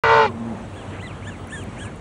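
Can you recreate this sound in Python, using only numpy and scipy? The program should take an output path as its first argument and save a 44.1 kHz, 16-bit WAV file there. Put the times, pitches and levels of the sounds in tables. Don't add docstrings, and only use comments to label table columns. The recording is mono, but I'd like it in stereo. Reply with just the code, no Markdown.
import sys
import numpy as np
from scipy import signal
from scipy.fft import rfft, irfft, next_fast_len
from scipy.io import wavfile
from scipy.ndimage import uniform_filter1d, map_coordinates

SR = 44100
rng = np.random.default_rng(int(sys.argv[2]) if len(sys.argv) > 2 else 0)


def boost_factor(decibels):
    exponent = np.asarray(decibels, float) / 20
    return 10 ** exponent


def generate_wav(sig):
    pcm = np.round(np.clip(np.atleast_2d(sig).T, -1, 1) * 32767).astype(np.int16)
    wavfile.write(sys.argv[1], SR, pcm)


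N = 88420

# [time_s, pitch_hz, effort_db]
LOWER_MEMBRANE = [
    (0.041, 462.5, -15),
    (.075, 449.5, -15),
    (0.146, 455.8, -13),
    (0.202, 448, -14),
    (0.232, 444.9, -15.5),
    (0.262, 422.5, -17.5),
    (0.28, 390.5, -44),
    (0.305, 354.4, -45),
]
# [time_s, pitch_hz]
UPPER_MEMBRANE = [(.04, 595.4), (.075, 580.1), (.2, 577.7), (.235, 563), (.26, 529), (.3, 440)]
MIXES = [(1, 0), (5, -3), (0, 1), (4, -2), (-1, 2), (3, -1), (-2, 3), (2, 0), (6, -3), (1, 1), (5, -2),
         (0, 2), (4, -1), (-1, 3), (3, 0), (-2, 4), (2, 1), (1, 2), (0, 3), (-1, 4), (3, 1), (-2, 5),
         (-1, 1)]
EARLY_DB = [-7.5, -22, -13, -24.5, -18, -28, -19, -9, -14, -12, -19, -9, -17, -15, -20, -9, -15.5, -21.5,
            -22, -23, -15, -15, -19]
LATE_DB = [-5.5, -22, -10.5, -22, -23, -20, -21, -2.5, -19, -9.5, -17, -18, -30, -18, -17, -14.5, -13.5,
           -24, -24, -25, -18.5, -21, -22]
# [centre_hz, width_hz, level_db]
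WINDPIPE = [(505, 154, -1.5), (1040, 185, 0), (1513, 80, 0), (2045, 48, -7), (2430, 72, -11.5)]
# [freq_hz, level_db_per_hz]
HONK_TREBLE = [(1700, -33), (1950, 1.5), (2200, 2.5), (2900, -1.5), (4700, -12), (5200, -15.5),
               (7000, -27.5), (11500, -52)]
# [start_s, end_s]
TAIL_S = (.256, .29)
# [time_s, pitch_hz]
END_SQUEAK = [(.268, 1230), (.307, 990)]
# [time_s, pitch_hz]
END_SAG = [(.265, 415), (.312, 345)]
# [freq_hz, side_over_mid_db]
SIDE_LEAN = [(110, -50), (300, -17), (800, -18), (1700, -24), (2200, -40), (6500, -50), (7300, -4),
             (12000, -1)]

# [time_s, level_db]
AIR = [(.3, -41.5), (.6, -39.5), (1.2, -40), (2.0, -38.5)]
# [freq_hz, level_db_per_hz]
RUMBLE = [(25, -34), (48, -2.5), (120, -2.5), (216, -3), (300, -8), (400, -12)]
# [freq_hz, level_db_per_hz]
WASH = [(250, -6), (486, 0), (1100, -6), (3030, -17.5), (5090, -29.5), (8000, -26.5), (10500, -34.5),
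        (11200, -46.5)]
# [freq_hz, side_level_db_per_hz]
PORT_NOISE = [(300, 12), (1500, 11.5), (2000, -71), (7300, -77), (8000, -16), (11000, -1), (15600, -19.5)]

# [time_s, pitch_hz, level_db]
MOAN = [
    (.15, 229, -42),
    (.22, 230, -38),
    (.35, 232, -35),
    (.42, 230.5, -30),
    (.52, 229, -30),
    (.55, 180, -39),
    (.585, 231, -39),
    (.67, 222, -41),
    (.71, 170, -44),
]
# [multiple, level_db]
MOAN_PARTS = [(.5, -10), (1, 0), (1.5, -18), (2, -22), (3, -27)]
# [freq_hz, level_db_per_hz]
MOAN_RASP = [(300, -2.5), (600, -1.5), (1000, -1), (1300, -13.5)]

# [start_s, peak_db, pitch_hz]
TICKS = [(.401, -42, 8300), (.465, -43, 7600), (.502, -43, 9200), (.578, -44, 6500), (0.641, -40, 8400),
         (0.6579, -40, 7900), (0.9352, -39, 7360), (1.0683, -41, 7300), (1.4724, -33, 10300),
         (1.4844, -39, 6100), (1.6372, -31, 8000), (1.68, -43, 7400), (1.692, -42, 5500),
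         (1.833, -43, 5700), (1.852, -43, 5500), (1.9602, -35.5, 9360), (1.9732, -38.5, 7100)]
# [start_s, end_s]
SPLASH_S = (.91, 1.01)
# [freq_hz, level_db]
SPLASH_COLOUR = [(500, -12), (1200, 0), (2500, -3), (3600, -18)]

# [time_s, pitch_hz]
PEEPS = [
    [(.722, 1990), (.74, 2586), (.77, 3470), (.81, 3040), (.85, 2274)],
    [(.985, 1987), (1.0, 2445), (1.02, 3310), (1.03, 4000), (1.05, 4060), (1.066, 4000), (1.08, 3250),
     (1.1, 2710), (1.13, 2110)],
    [(1.218, 1924), (1.25, 2730), (1.275, 3390), (1.29, 3535), (1.31, 2980), (1.368, 1943)],
    [(1.475, 1780), (1.51, 2750), (1.528, 3513), (1.54, 3610), (1.575, 3265), (1.595, 3270), (1.62, 2765),
     (1.652, 1815)],
    [(1.765, 1802), (1.8, 2890), (1.815, 3283), (1.828, 3386), (1.85, 2830), (1.89, 2000)],
]
# [whistle_db, under_octave_db, over_octave_db, hiss_db]
PEEP_DB = [(-51.5, -49, -65, -64), (-47, -39, -59.5, -57.5), (-48, -37, -50.5, -61),
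           (-46.5, -33.5, -51, -49), (-44, -39, -55, -50)]
# [freq_hz, level_db]
HISS = [(5500, -12), (6300, -10), (6900, -3), (7500, -4), (8300, -2), (8850, 0), (9400, -5.5), (10800, -25)]
# [time_s, pitch_hz]
AFTER_PEEP = [(1.838, 1620), (1.86, 1680), (1.892, 1740)]


def unit(x):
    return x / np.sqrt(np.mean(x ** 2) + 1e-20)


def along(points, hz):
    f, v = np.transpose(points)
    return np.interp(np.log(hz + 1), np.log(f + 1), v)


def curves(rows):
    s, *cols = np.transpose(rows)
    return [np.interp(np.arange(N) / SR, s, c) for c in cols]


def wobble(rate):
    knots = rng.standard_normal(int(N * rate / SR) + 4)
    return map_coordinates(knots, [np.arange(N) * rate / SR])


def filtered(x, response):
    m = next_fast_len(N + SR // 2)
    return irfft(rfft(x, m) * response(np.fft.rfftfreq(m, 1 / SR)), m)[..., :N]


def rush(spectrum, patchy_db):
    z = signal.stft(rng.standard_normal(N + 512), nperseg=512)[2]
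    patches = uniform_filter1d(rng.standard_normal(z.shape), size=6, axis=0)
    patches = uniform_filter1d(patches, size=10, axis=1)
    x = signal.istft(z * boost_factor(patchy_db * unit(patches)), nperseg=512)[1][:N]
    closed = [(spectrum[0][0] * .93, -90)] + list(spectrum) + [(spectrum[-1][0] * 1.05, -90)]
    return unit(filtered(x, lambda hz: boost_factor(along(closed, hz))))


def turns(hz):
    return 2 * np.pi * np.cumsum(hz) / SR


def gate(start_s, end_s, edge_s):
    t = np.arange(N) / SR
    return np.clip(np.minimum(t - start_s, end_s - t) / edge_s, 0, 1)


def whistle(rows, db):
    return boost_factor(db) * gate(rows[0][0], rows[-1][0], edge_s=0.0048) * np.sin(turns(curves(rows)[0]))


def product(lower, upper, m, n, db):
    level = boost_factor(db + 1.3 * wobble(31.6))
    scatter = 1.7 * rng.standard_normal()
    return level * np.sin(np.pi + m * lower + n * upper + scatter)


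def windpipe(hz):
    total = 0
    for k, (centre, width, db) in enumerate(WINDPIPE):
        total = total + (-1) ** k * boost_factor(db) * 1j * hz * width / (centre * centre - hz * hz + 1j * hz * width)
    return total


def neck_treble(hz):
    return boost_factor(along(HONK_TREBLE, hz)) / (1 - .6 * np.exp(-2j * np.pi * hz / 470))


def honk():
    solo_s, shut_s = 0.264, 0.297
    low_hz, effort_db = curves(LOWER_MEMBRANE)
    high_hz, = curves(UPPER_MEMBRANE)
    lower = turns(low_hz + 1.75 * wobble(60)) + 1.286
    upper = turns(high_hz + 2.1 * wobble(60))

    wane_db = -9 * gate(.232, 9, edge_s=0.029)
    late = np.clip((np.arange(N) / SR - .04) / 0.16, 0, 1)
    lines = np.zeros(N)
    for (m, n), early_db, late_db in zip(MIXES, EARLY_DB, LATE_DB):
        db = early_db + (late_db - early_db) * late + wane_db * (n > 1 or m > 2)
        lines += np.sqrt(2) * product(lower, upper, m, n, db)

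    clear_db = -14 * gate(solo_s - .01, 9, edge_s=.01)
    high = np.zeros(N)
    for k in range(5, 18):
        for n in (0, 1, 2, k):
            high += product(lower, upper, k - n, n, 5 * (n != 1) + clear_db * (n != 0))
    high = unit(filtered(high, neck_treble))

    puffs = (1 + 0.56 * np.cos(lower)) * (1 + 0.56 * np.cos(upper - lower))
    rasp = filtered(puffs * rng.standard_normal(N), lambda f: windpipe(f) * f ** 2 / (f ** 2 + 350 ** 2))
    fizz = unit(filtered(puffs * rng.standard_normal(N), neck_treble))

    voice = (lines + boost_factor(-10.5) * unit(rasp)) * gate(-1, shut_s, edge_s=0.013)
    hold = boost_factor(21.5 * gate(solo_s, 9, edge_s=0.025)) * gate(-1, shut_s, edge_s=0.014)
    voice = voice + hold * (boost_factor(-20) * high + boost_factor(-15.5) * fizz)
    voice = boost_factor(effort_db) * gate(-1, LOWER_MEMBRANE[-1][0] + 0.0069, edge_s=0.011) * voice

    pulses = sum(np.sin(k * lower + .1 * k) for k in range(5, 18))
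    pulses = unit(filtered(pulses, lambda hz: boost_factor(along(HONK_TREBLE, hz * 1.08))))
    tail = boost_factor(-31) * gate(*TAIL_S, edge_s=0.016) * pulses
    return tail + voice + whistle(END_SQUEAK, db=-34) + whistle(END_SAG, db=-31)


def bank_echo(goose):
    t, t60_s = np.arange(SR // 3) / SR, 0.37
    tail = rng.standard_normal(len(t)) * boost_factor(-60 * t / t60_s)
    return boost_factor(-30) * signal.fftconvolve(goose, tail / np.linalg.norm(tail))[:N]


def air():
    db, = curves(AIR)
    drone_hz, drone_width_hz = 98, 6
    drone = filtered(rng.standard_normal(N), lambda f: 1 / (1 + ((f - drone_hz) / drone_width_hz) ** 2))
    rumble = boost_factor(-36.5 + .6 * wobble(6)) * rush(RUMBLE, patchy_db=.8)
    wash = boost_factor(-0.5 + db + .7 * wobble(9)) * rush(WASH, patchy_db=1.3)
    ports = boost_factor(-54.5 + 1.1 * wobble(7)) * rush(PORT_NOISE, patchy_db=2.5)
    return np.array([rumble + boost_factor(-39) * unit(drone) + wash, ports])


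def moan():
    hz, db = curves(MOAN)
    phase = turns(hz + 1.5 * wobble(40))
    parts = sum(boost_factor(d + 1.2 * wobble(25)) * np.sin(k * phase) for k, d in MOAN_PARTS)
    parts = parts + boost_factor(-12.5) * (1 + 0.4 * np.cos(phase)) * rush(MOAN_RASP, patchy_db=2.5)
    return np.sqrt(2) * boost_factor(db) * gate(MOAN[0][0], MOAN[-1][0], edge_s=0.0093) * parts


def water():
    out, t = np.zeros((2, N + SR)), np.arange(900) / SR
    t60_s, attack_s, side_db = 0.0083, 0.00068, -9.5
    for start_s, db, hz in TICKS:
        snap_db = -5 + 2.5 * min(db + 34, 0)
        body = np.sin(2 * np.pi * hz * t) + boost_factor(snap_db) * np.diff(rng.standard_normal((2, 901)))
        decay = boost_factor(db - 2.5 - 60 * t / t60_s) * np.minimum(t / attack_s, 1)
        out[:, round(start_s * SR):][:, :900] += decay * body * boost_factor([[0], [side_db]])
    splash = boost_factor(-43 + 1.2 * wobble(60)) * gate(*SPLASH_S, edge_s=.02)
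    out[0, :N] += splash * rush(SPLASH_COLOUR, patchy_db=1.2)
    return out[:, :N]


def peeps():
    mid = np.zeros(N)
    for rows, (main_db, under_db, over_db, hiss_db) in zip(PEEPS, PEEP_DB):
        hz = uniform_filter1d(curves(rows)[0], size=300)
        phase = turns(hz + 40 * wobble(90))
        on = gate(rows[0][0], rows[-1][0], edge_s=.008)
        height = hz / hz.max()
        top = np.clip((height - .885) / .06, 0, 1)

        thin_db = .012 * np.clip(hz - 3600, 0, None)
        main = boost_factor(main_db - 0.33 * top - thin_db + 1.75 * wobble(70)) * np.sin(phase)
        under = top * boost_factor(under_db + 1.5 * wobble(52.65)) * np.sin(phase / 2)
        over = top * boost_factor(over_db + 3 * wobble(90)) * np.sin(2 * phase + 1.1 * wobble(200))
        mid += np.sqrt(2) * on * (main + under + over)

        rough = boost_factor(hiss_db + 2.5 + 3 * wobble(90)) * np.sin(2.5 * phase + 2.4 * wobble(300))
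        mid += on * top * (2.5 * hz.max() < 9300) * rough
        breath = on * boost_factor(hiss_db + 2.1 * wobble(39.9)) * np.clip((height - .6) / 0.18, 0, 1)
        mid += breath * rush(HISS, patchy_db=3.0)
    return mid + whistle(AFTER_PEEP, db=-42.5)


def scene():
    mid_top_hz, notch_hz, notch_width_hz = 11300, 4970, 120
    goose = filtered(honk(), lambda f: f < mid_top_hz)
    echo = bank_echo(goose)
    mid, side = water() + air()
    mid = mid + goose + echo + moan() + peeps()

    def lean(f):
        slit = boost_factor(1) * np.exp(-((f - notch_hz) / 170) ** 4)
        return (boost_factor(along(SIDE_LEAN, f)) + slit) * np.exp(1j * np.where(f < 3000, 1.85, 1.57))

    def port_sum(f):
        notch = 1 - .68 / (1 + ((f - notch_hz) / notch_width_hz) ** 2)
        return notch * np.where(f < mid_top_hz, 1, .3)

    side = side + filtered(mid, lean)
    mid = filtered(mid, port_sum)
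    mid = mid + boost_factor(-89 + 7 * wobble(17)) * rush([(15400, 0.0037), (15700, 0.0094)], patchy_db=-8)
    return np.array([mid + side, mid - side])


def band_limit(x):
    return signal.sosfilt(signal.butter(12, 17000, fs=SR, output="sos"), x)


def record(dry):
    top_hz, limit, start_s = 15800, .8, .0363
    mix = filtered(dry, lambda f: f < top_hz)
    mix = mix / (1 + np.abs(mix / limit) ** 6) ** (1 / 6)
    mix = mix * (np.arange(N) >= start_s * SR)
    return band_limit(mix)


dry = scene()
out = record(dry)
generate_wav(out)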